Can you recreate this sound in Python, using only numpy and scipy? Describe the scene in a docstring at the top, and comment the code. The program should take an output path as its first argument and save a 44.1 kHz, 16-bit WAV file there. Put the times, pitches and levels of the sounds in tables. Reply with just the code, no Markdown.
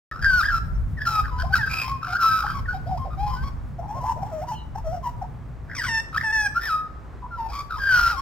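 """A magpie warbles and carols close by on a lawn, over a low outdoor rumble with light wind.
Airflow sets a membrane vibrating on each side of its syrinx; the two sing gliding notes, often at once,
some pure and some fluttering. Throat and beak filter the overtones: one soft phrase is sung with the
beak shut, and later come two calls with it wide open. The garden reflects the song, and small birds
cheep faintly further off."""
import sys
import numpy as np
from scipy import signal
from scipy.fft import rfft, irfft
from scipy.io import wavfile
from scipy.ndimage import map_coordinates

SR = 44100
rng = np.random.default_rng(int(sys.argv[2]) if len(sys.argv) > 2 else 0)


def unload_wav(signal):
    """Save mono or channel-first audio to the path in sys.argv[1] as 16-bit WAV at rate SR, clipped to [-1, 1]."""
    wavfile.write(
        sys.argv[1],
        SR,
        np.round(np.clip(np.atleast_2d(signal).T, -1, 1) * 32767).astype(np.int16),
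    )


N = 362061
TIME = np.arange(N) / SR

# Short notes of the warble. Levels in all tables are relative; roughness runs from 0 to about 1.
# start_s, rise_s, fall_s, start_hz, crest_hz, end_hz, fundamental_db, overtones_db, roughness
WARBLE_NOTES = [ (.11, 0.0028, 0.1, 1297, 1282, 1374, -36, -53, 0.65),
                (.11, 0.0056, 0.017, 1920, 1777, 1620, -28.5, -48, 0.54),
                (.3, .04, 0.047, 1147, 1074, 1057, -46, -70, 0.07),
                (.422, .006, 0.02, 1324, 1487, 2060, -15, -30.5, 0.29),
                (.446, 0.0094, 0.023, 1531, 1618, 1790, -19, -34, 0.36),
                (.474, .01, 0.039, 1754, 1667, 1360, -18.5, -40, 0.47),
                (.512, 0.0325, 0.042, 1420, 1358, 1327, -14.5, -33, 0.23),
                (.973, 0.0052, 0.022, 1945, 1870, 1630, -34, -52, 0.25),
                (1.006, 0.0041, 0.05, 1623, 1723, 1685, -28.5, -44.5, 0.48),
                (1.055, .017, 0.092, 1476, 1367, 1274, -19, -30.5, 0.25),
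                (1.13, .066, 0.02, 1317, 1263, 1210, -15.5, -31.5, 0.11),
                (1.08, .115, 0.023, 860, 840, 770, -37, -66, 0.33),
                (1.236, .008, 0.058, 1483, 1582, 1190, -29.5, -49, 0.88),
                (1.312, 0.042, 0.07, 1014, 985.9, 1041, -30, -53.5, 0.11),
                (1.385, 0.038, 0.008, 1460, 1525, 1560, -27.5, -37, 0.64),
                (1.432, .009, 0.015, 685, 665, 853, -28.5, -54, 0.13),
                (1.44, 0.041, .01, 1027, 1043, 1055, -36.5, -54, 0.23),
                (1.497, 0.017, 0.012, 768, 790, 814, -32.5, -55, 0.25),
                (1.527, .016, .011, 1449, 1573, 1390, -8.5, -26, 0.12),
                (1.552, 0.0037, 0.027, 1406, 1370, 1416, -17.5, -24.5, 0.77),
                (1.578, .03, 0.016, 1006, 861, 850, -37, -45, 0),
                (1.585, 0.057, 0.024, 1934, 1580, 1620, -18.5, -40, 0.18),
                (1.66, 0.02, 0.0068, 1566, 1580, 1580, -25, -55, 0.5),
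                (1.66, .095, 0.047, 1294, 1323, 1260, -35.5, -39.5, 0.11),
                (1.7, .1, 0.052, 2394, 2525, 2470, -26, -29, 0.58),
                (1.815, .04, 0.069, 1064, 1036, 1099, -31.5, -38, 0.43),
                (1.89, 0.032, 0.057, 1103, 1083, 1043, -25.5, -54.5, 0.07),
                (2.019, .012, .095, 1396, 1337, 1373, -26, -40.5, 0.65),
                (2.12, .04, 0.014, 1373, 1439, 1670, -13.5, -32, 0.37),
                (2.076, .039, 0.029, 725.6, 719, 792, -33.5, -45, 0),
                (2.225, 0.026, 0.019, 1080, 1072, 1049, -29, -48, 0.2),
                (2.29, .025, 0.081, 1543, 1555, 1470, -27.5, -48.5, .1),
                (2.438, 0.01, 0.0092, 856, 818, 840, -21.5, -41, .15),
                (2.455, 0.073, 0.014, 1524, 1573, 1580, -36.5, -38, 0.44),
                (2.54, 0.017, 0.047, 1128, 1123, 1085, -29, -42.5, 0.34),
                (2.657, 0.0026, 0.0088, 1910, 1790, 1584, -32, -52, 0.23),
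                (2.678, 0.0085, 0.049, 1480, 1475, 1477, -21.5, -44.5, 0.37),
                (2.732, 0.02, 0.028, 867, 749.5, 833, -30.5, -50.5, .1),
                (2.864, .007, 0.047, 605, 689, 904, -30, -54.5, 0.3),
                (2.898, .024, 0.043, 778, 765, 660, -24, -54, 0.1),
                (2.972, .005, 0.0088, 805, 890, 1110, -27, -43, 0.44),
                (2.99, 0.036, 0.031, 1081, 1049, 1070, -32, -54.5, 0.08),
                (3.048, 0.015, 0.03, 561, 785, 562, -33, -61, 0.42),
                (3.106, .014, .032, 1228, 1248, 1212, -38.5, -57, 0.3),
                (3.178, .06, 0.074, 757, 831, 830, -22, -47, 0.06),
                (3.265, 0.0746, 0.035, 1034, 1030, 1000, -29.5, -44.5, 0.25),
                (3.358, 0.05, 0.032, 1460, 1535, 1598, -39.5, -50, 0.08),
                (3.426, 0.016, 0.053, 907, 1107, 1105, -36, -47, 0.22),
                (3.788, .007, 0.015, 735, 683, 656, -25, -55, 0.15),
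                (3.812, 0.035, 0.018, 789.6, 848, 890, -38, -66, 0.6),
                (3.88, 0.034, 0.042, 794.8, 848, 996, -31, -54.5, 0.29),
                (3.945, 0.044, .03, 1034, 1073, 976, -37, -56, 0),
                (4.01, .085, 0.037, 978, 1011, 970, -24.5, -45, 0.18),
                (3.955, .021, 0.022, 609, 737, 545, -33, -55.5, 0.38),
                (4.03, .015, 0.014, 627, 800, 885, -26.5, -54, 0.48),
                (4.052, .046, 0.033, 855, 918, 872, -21.5, -44.5, 0.16),
                (4.16, 0.0091, 0.048, 566, 617, 827, -37, -60, .45),
                (4.22, .012, 0.011, 825, 756.5, 800, -22.5, -47, 0.3),
                (4.25, .033, 0.026, 802, 874, 810, -36, -55, 0.42),
                (4.318, .018, 0.08, 688, 634, 601.5, -27.5, -52, .03),
                (4.405, .025, 0.022, 603, 727, 1080, -32.5, -52.5, 0.19),
                (4.473, 0.031, .017, 955, 983, 930, -30, -44.5, .18),
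                (4.508, 0.012, 0.033, 962, 866, 861, -25, -44.5, 0.16),
                (4.753, 0.0064, 0.0071, 892, 772, 840, -20, -43.5, 0.54),
                (4.77, 0.0089, 0.028, 859, 885, 886, -33.5, -50, 0.37),
                (4.845, .029, 0.054, 664, 632.5, 665, -26, -51.5, 0.01),
                (4.912, 0.023, 0.053, 662, 731, 669, -25.5, -50.5, 0.2),
                (5.032, 0.0397, 0.029, 1049, 964, 965, -25, -44, 0.21),
                (5.214, .005, 0.016, 899, 788, 647, -25, -52.5, 0.37),
                (5.234, 0.012, 0.011, 686, 888, 982, -32, -59, 0),
                (5.685, 0.027, 0.043, 1664, 1724, 1710, -38, -55, 1.06),
                (5.806, 0.0072, 0.03, 1790, 1644, 1380, -22, -31, 0.5),
                (5.839, 0.0031, 0.026, 1550, 1446, 1550, -19, -30, 0.8),
                (6.132, .031, 0.011, 1349, 1268, 1250, -23, -38.5, 0.65),
                (6.169, 0.012, 0.0046, 1394, 1765, 1930, -13.5, -26.5, 0),
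                (6.202, 0.012, 0.03, 1980, 1760, 1713, -29, -40, 0.88),
                (6.548, 0.024, 0.026, 1306, 1400, 1496, -16.5, -38, 0.27),
                (7.226, 0.023, 0.026, 996, 969, 1009, -33.5, -85, 0.29),
                (7.31, .025, .04, 1420, 1385, 1325, -33, -60, 0.11),
                (7.375, 0.027, .08, 1012, 913, 880, -27, -51, 0.18),
                (7.488, 0.027, 0.0082, 790, 833, 830, -40, -48.5, 0.42),
                (7.52, 0.0876, 0.015, 1110, 1151, 1175, -30.5, -39, 0.42),
                (7.699, 0.029, .04, 1394, 1293, 1233, -25.5, -42.5, 0.48),
                (7.77, .007, 0.024, 956, 1028, 1160, -31, -42, 0.42),
                (7.915, 0.058, 0.15, 983, 975, 956, -44, -37.5, 0.22),
                (8.115, .035, 0.0074, 899, 803, 788, -38.5, -55, 0.01),
                (8.165, 0.052, .01, 1060, 1097, 1055, -21.5, -38, 0.18), ]
# Long carols, one curve each: time_s, pitch_hz, fundamental_db, overtones_db, roughness
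CAROL_CURVES = [
    [(.215, 1664, -35, -41, 0.71), (.25, 1601, -20, -32.5, 0.99), (.27, 1588, -13, -35.5, 0.18),
     (.32, 1516, -20, -33.5, 0.1), (.392, 1437, -15, -29.5, 0.03), (.418, 1190, -25.5, -31.5, 0.26)],
    [(2.185, 1380, -25, -51, 0.6), (2.215, 1390, -20, -25.5, 0.63), (2.24, 1317, -15, -28.5, 0.2),
     (2.28, 1308, -17, -29, 0), (2.37, 1301, -21, -32, 0.03), (2.41, 1300, -25.5, -31.5, 0.8),
     (2.45, 1300, -29.5, -51, 0.97), (2.52, 1357, -27, -42.5, 1.07)],
    [(6.6, 1750, -41, -41, 0.8), (6.655, 1832, -30, -30.5, 0.36), (6.68, 1680, -27, -31.5, 0.34),
     (6.7, 1320, -24.5, -35, .26), (6.745, 1253, -21, -38, 0.1), (6.775, 1256, -28, -46, 0),
     (6.8, 1263, -31, -49, 0.1), (6.88, 1249, -36, -88, .08)],
    [(7.785, 1654, -42.5, -49, 0.8), (7.835, 1575, -23, -35.5, 0.3), (7.865, 1607, -20.5, -36, 0.28),
     (7.95, 1460, -14.5, -25, 0.25), (8.0, 1418, -17, -26.5, 0.3), (8.085, 1360, -21, -30, 0.35),
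     (8.11, 1419, -19, -31.5, 0.34), (8.135, 1232, -28.5, -36.5, 0.2), (8.17, 1092, -42, -55, 0.4)],
]
# Response of throat and beak in ordinary song: frequency_hz, gain_db
SONG_TRACT = [(400, -12), (1400, 6.5), (2100, -6), (2450, 0), (2800, -12), (3150, -2), (3500, -10),
              (3850, -4.5), (4200, -9.5), (4850, 0.5), (5700, -5), (6200, -17.5), (6900, -13), (7700, -16),
              (8700, -19), (10500, -18.5), (11400, -23.5), (13100, -10.5), (14200, -21.5), (15200, -21)]
# Left channel over right for the birds: frequency_hz, difference_db
STEREO_BALANCE = [(700, 2.5), (1300, 2), (2300, -1), (4400, 1.5), (8100, 4), (14000, 10)]
# Course of the wind and distant rumble: time_s, deep_level_db, upper_level_db
RUMBLE_LEVELS = [(0.14, -46, -40.5), (0.27, -26.5, -35), (0.4, -32, -42.5), (0.67, -25.5, -32),
                 (1.2, -35.5, -37.5), (1.46, -30, -34), (2.25, -45.5, -40.4), (2.649, -25, -34),
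                 (2.78, -37, -34.5), (3.44, -26.5, -37), (3.58, -31.5, -39), (3.97, -38.3, -38),
                 (4.1, -34.4, -35.8), (4.37, -46.5, -40.0), (4.9, -26.5, -41), (5.03, -39.5, -39.5),
                 (7.01, -42.5, -45.5), (8.2, -32.5, -43.5)]
# Spectra of the deep rumble, the upper rumble and the open air: frequency_hz, density_db
DEEP_SPECTRUM = [(15, -6), (25, -4), (40, 5.5), (58, 9), (80, 4.5), (110, -17.5), (160, -68)]
UPPER_SPECTRUM = [(55, -13), (90, 6.5), (130, 6.5), (160, 1.5), (200, -7), (260, -9), (400, -53.5)]
AIR_SPECTRUM = [(150, -6), (260, 0), (400, -4), (650, -6), (1200, -8), (2000, -17), (3000, -27),
                (5000, -33), (8000, -37), (10000, -46), (15500, -47)]
# Thin cheeps of distant birds: start_s, length_s, start_hz, end_hz, level_db
DISTANT_CHEEPS = [(0.73, 0.057, 6070, 5500, -65), (4.492, 0.17, 2985, 2950, -51),
                  (4.518, 0.15, 4240, 3850, -61.5)]
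# Response of the throat with the beak shut, then wide open: frequency_hz, gain_db
SHUT_TRACT = [(400, -24), (1300, 8.5), (2000, -3.5), (2600, -9.5), (3050, -8.5), (3700, -17), (5000, -8),
              (5800, -1), (6500, -13), (7200, -6), (9000, -18.5), (11500, -19.5), (13300, -11.5),
              (14500, -17)]
OPEN_TRACT = [(900, 2.5), (1750, 13.5), (2600, -9), (3500, -12.5), (4200, -18), (5200, -1), (6000, -7),
              (7000, -25), (8200, -8.5), (9500, -39), (10800, -24), (11900, -34), (13200, -23),
              (15500, -34)]
# Two open-beak calls of two syllables each:
# start_s, length_s, pitch_hz, end_hz, overshoot_hz, flick_hz, fundamental_db, overtones_db
CALL_SYLLABLES = [ (5.753, 0.052, 901, 873, 330, -3, -42, -33),
                  (5.836, 0.17, 925.6, 883, 380, 40, -37, -32), (6.236, 0.083, 873, 842, 32, 22, -36, -39),
                  (6.325, 0.15, 886, 817.6, 12, -23, -36, -34), ]

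ONSET_S, TOP_HZ = 0.113, 15800
SHUT_FROM_S, SHUT_TO_S = 3.7, 5.4  # the phrase sung with the beak shut


def undb(db):
    """Amplitude ratio of a level in decibels."""
    return 10 ** (np.asarray(db) / 20)


def unit_rms(x):
    """Normalisation to an rms of 1."""
    return x / np.sqrt(np.mean(x ** 2))


def wobble(n, hz):
    """Random modulation, band-limited to about hz, with a spread near 1."""
    knots = rng.standard_normal(512)
    return map_coordinates(knots, [np.arange(n) * 2 * hz / SR], order=3, mode="wrap")


def gains(curve):
    """Frequency response: a decibel curve interpolated over log frequency, one gain per bin."""
    hz, db = np.transpose(curve)
    bins_hz = np.fft.rfftfreq(N, 1 / SR)
    return undb(np.interp(np.log(np.maximum(bins_hz, 1)), np.log(hz), db))


def filtered(source, curve):
    """Linear filtering: the source spectrum is multiplied by a frequency response."""
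    return irfft(rfft(source) * gains(curve), N)


def warble_note(start_s, rise_s, fall_s, start_hz, crest_hz, end_hz, db, over_db, rough):
    """Threshold of voicing: a note's curve rises from near it to a crest and is roughest at the ends."""
    threshold_db = -43.5
    t = np.arange(-rise_s, fall_s, 1 / 2000)
    away = np.abs(t) / np.where(t < 0, rise_s, fall_s)  # 0 at the crest, 1 at both ends
    edge_hz = np.where(t < 0, start_hz, end_hz)
    hz = crest_hz + (edge_hz - crest_hz) * away ** 1.35  # the pitch lingers at the crest
    drop_db = np.where(t < 0, 0.51, 0.47) * (db - threshold_db) * away ** 0.71
    roughness = rough * (1 + 0.64 * away)
    return np.transpose([start_s + rise_s + t, hz, db - drop_db, over_db - 0.41 * drop_db, roughness])


def membrane(curve, edge_s=0.007, trill_hz=110, trill=0.27, gargle=0.42, flutter=0.48, tremble_db=1.5):
    """Amplitude and phase modulation: one side of the syrinx follows a curve, unsteadily if rough."""
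    times, *columns = np.transpose(curve)
    at = np.arange(int((times.min() - edge_s) * SR), min(N, int((times.max() + edge_s) * SR)))
    t, n = TIME[at], len(at)
    hz, db, over_db, rough = (np.interp(t, times, column) for column in columns)
    from_edge_s = np.minimum(t - t[0], t[-1] - t)
    envelope = np.sin(np.pi / 2 * np.clip(from_edge_s / (2 * edge_s), 0, 1)) ** 2
    # even a pure note trembles a little in pitch and strength
    hz *= 1 + 0.0045 * wobble(n, 30.12)
    envelope *= undb(tremble_db * wobble(n, 39.8))
    # rough notes beat in a fast uneven trill; every other beat is weaker, so they gargle
    trill_phase = 2 * np.pi * np.cumsum(trill_hz * (1 + 0.12 * wobble(n, 30.3))) / SR
    envelope *= 1 + gargle * np.sqrt(np.abs(rough)) * np.sin(trill_phase / 2)
    swing = 1 + rough * (trill * np.sin(trill_phase) + flutter * wobble(n, 170))
    swing_rms = np.sqrt(1 + rough ** 2 * (trill ** 2 / 2 + flutter ** 2))
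    envelope *= swing / swing_rms
    phase = 2 * np.pi * np.cumsum(hz) / SR + rough * wobble(n, 190)  # the cycles scatter
    return at, hz, phase, envelope * undb(db), envelope * undb(over_db), rough


def syrinx(curves, tract, tone_db, overtone_db, even_db, coupling, rasp, hoarse, rush):
    """Source and filter: two coupled membranes sound, and the tract gathers their overtones into bands."""
    voices = [membrane(curve) for curve in curves]
    tones, drive, buzz = np.zeros((3, N))
    for at, hz, phase, fundamental, overtones, rough in voices:
        tones[at] += fundamental * np.sin(phase)
        drive[at] += np.abs(fundamental)
    for at, hz, phase, fundamental, overtones, rough in voices:
        n = len(at)
        # when both sides sound, each bends the other's cycle and makes sidebands
        other_drive = np.maximum(drive[at] - np.abs(fundamental), 0)
        other_side = (tones[at] - fundamental * np.sin(phase)) / np.sqrt(drive[at] * other_drive + 1e-10)
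        # the moment of closing scatters, which smears the high overtones most
        closing = 2 * np.pi * np.cumsum(hz) / SR + coupling * other_side + rasp * rough * wobble(n, 220)
        # rough or hard-pushed notes are hoarse: each overtone widens into a reedy band
        spread = hoarse * (np.sqrt(np.abs(fundamental) / drive.max()) + np.abs(rough))
        for k in range(2, int(TOP_HZ / hz.min()) + 1):
            harmonic_db = even_db * (2.5 - k % 2) + rng.uniform(-4, 4)
            weight = undb(harmonic_db) * (k * hz < SR / 2)
            buzz[at] += overtones * weight * np.sin(k * closing + spread * wobble(n, 165))
        # air rushes through the gap once a cycle and fills in between the overtones
        buzz[at] += overtones * rush * (1 + np.cos(phase)) * rng.standard_normal(n)
    return np.sqrt(2) * (undb(tone_db) * tones + undb(overtone_db) * filtered(buzz, tract))


def stereo_arrival(sound, lag_s=51e-6):
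    """Path difference and shadowing: the right microphone hears later, its treble shaded by the housing."""
    delay = np.exp(-2j * np.pi * np.fft.rfftfreq(N, 1 / SR) * lag_s)
    left_over_right = gains(STEREO_BALANCE)
    pair = np.array([left_over_right, delay]) * np.sqrt(2 / (1 + left_over_right ** 2))
    return irfft(rfft(sound) * pair, N)


def garden(sound, near_t60_s=0.35, echo_s=0.13, echo_spread_s=0.076, tail_t60_s=0.9, dull_hz=2600):
    """Reflection: quick returns from things close by, a smeared far echo and a short dull tail."""
    t = TIME[:SR]
    near, echo, tail = rng.standard_normal((3, 2, SR))
    build_up = np.clip(t / 0.0039, 0, 1)
    near = undb(-8.5) * unit_rms(near * build_up * undb(-60 * t / near_t60_s))
    echo = undb(-21) * unit_rms(echo * np.exp(-((t - echo_s) / echo_spread_s) ** 2))
    tail = undb(-18) * unit_rms(tail * build_up * undb(-60 * t / tail_t60_s))
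    far = signal.sosfilt(signal.butter(1, dull_hz, fs=SR, output="sos"), echo + tail)
    impulse_response = (near + far) / np.sqrt(SR)
    return signal.fftconvolve(sound, impulse_response, axes=1)[:, :N]


def stereo_noise(spectrum, side_db):
    """Partial coherence: a side signal of opposite sign in each channel widens noise of rms 1."""
    mid, side = filtered(rng.standard_normal((2, N)), spectrum)
    return unit_rms(mid + undb(side_db) * np.array([side, -side]))


def outdoors(buffet_db=2.5, hum_hz=57.1, hum_db=-43.5, air_db=-49):
    """Superposition: two bands of wind-buffeted rumble, a wavering distant hum and soft open air."""
    times, *levels = np.transpose(RUMBLE_LEVELS)
    deep_db, upper_db = (np.interp(TIME, times, level) for level in levels)
    deep = stereo_noise(DEEP_SPECTRUM, side_db=-4.5) * undb(deep_db + buffet_db * wobble(N, 5.8))
    upper = stereo_noise(UPPER_SPECTRUM, side_db=-7) * undb(upper_db + 1 + buffet_db * wobble(N, 10))
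    hum_phase = 2 * np.pi * np.cumsum(hum_hz + 1.24 * wobble(N, 1.3)) / SR
    hum = np.sqrt(2) * undb(hum_db) * np.sin(hum_phase)
    air = stereo_noise(AIR_SPECTRUM, side_db=-7) * undb(air_db + 0.6 * wobble(N, 3))
    return deep + upper + hum + air


def cheeps(waver=0.034):
    """Frequency modulation: small birds further off sing short tones that waver as they fall."""
    out = np.zeros(N)
    for start_s, length_s, start_hz, end_hz, db in DISTANT_CHEEPS:
        n, i = int(length_s * SR), int(start_s * SR)
        hz = np.linspace(start_hz, end_hz, n) * (1 + waver * wobble(n, 150))
        out[i:i + n] += 2 * undb(db) * np.hanning(n) * np.sin(2 * np.pi * np.cumsum(hz) / SR)
    return out


def call_syllable(start_s, length_s, pitch_hz, end_hz, overshoot_hz, flick_hz, db, over_db):
    """Onset and release transients: a call's curve starts sharp and rough, settles, swells and flicks."""
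    settle_s, flick_s, swell_db, rough_per_hz = 0.06, 0.017, 1, 0.0024
    t = np.arange(0, length_s, 1 / 2000)
    sharp = overshoot_hz * np.maximum(1 - t / settle_s, 0)
    flick = flick_hz * np.maximum(1 - (length_s - t) / flick_s, 0)
    to_go = 1 - t / length_s
    hz = end_hz + (pitch_hz - end_hz) * to_go + sharp + flick
    drop_db = swell_db * to_go
    return np.transpose([start_s + t, hz, db - drop_db, over_db - drop_db, rough_per_hz * sharp])


def scene():
    """Direct and reverberant fields: the birds, their reflections and the background add together."""
    song_curves = [warble_note(*row) for row in WARBLE_NOTES if not SHUT_FROM_S < row[0] < SHUT_TO_S]
    shut_curves = [warble_note(*row) for row in WARBLE_NOTES if SHUT_FROM_S < row[0] < SHUT_TO_S]
    call_curves = [call_syllable(*row) for row in CALL_SYLLABLES]
    song = syrinx(song_curves + CAROL_CURVES, SONG_TRACT, tone_db=-0.28, overtone_db=-2, even_db=-2.5,
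                  coupling=0.38, rasp=0.6, hoarse=1.3, rush=0.56)
    soft_phrase = syrinx(shut_curves, SHUT_TRACT, tone_db=0, overtone_db=-3, even_db=-2,
                         coupling=0.39, rasp=0.78, hoarse=1.46, rush=0.6)
    calls = syrinx(call_curves, OPEN_TRACT, tone_db=1, overtone_db=-1.5, even_db=0,
                   coupling=0.5, rasp=0.92, hoarse=0.18, rush=0.088)
    birds = stereo_arrival(song + cheeps() + soft_phrase + calls)
    return birds + garden(birds) + outdoors()


def record(dry):
    """Gating and band-limiting: a moment of silence, then the sound through a steep low-pass filter."""
    low_pass = signal.ellip(10, 0.2, 80, TOP_HZ, fs=SR, output="sos")
    return signal.sosfilt(low_pass, dry * (TIME >= ONSET_S))


dry = scene()
out = record(dry)
unload_wav(out)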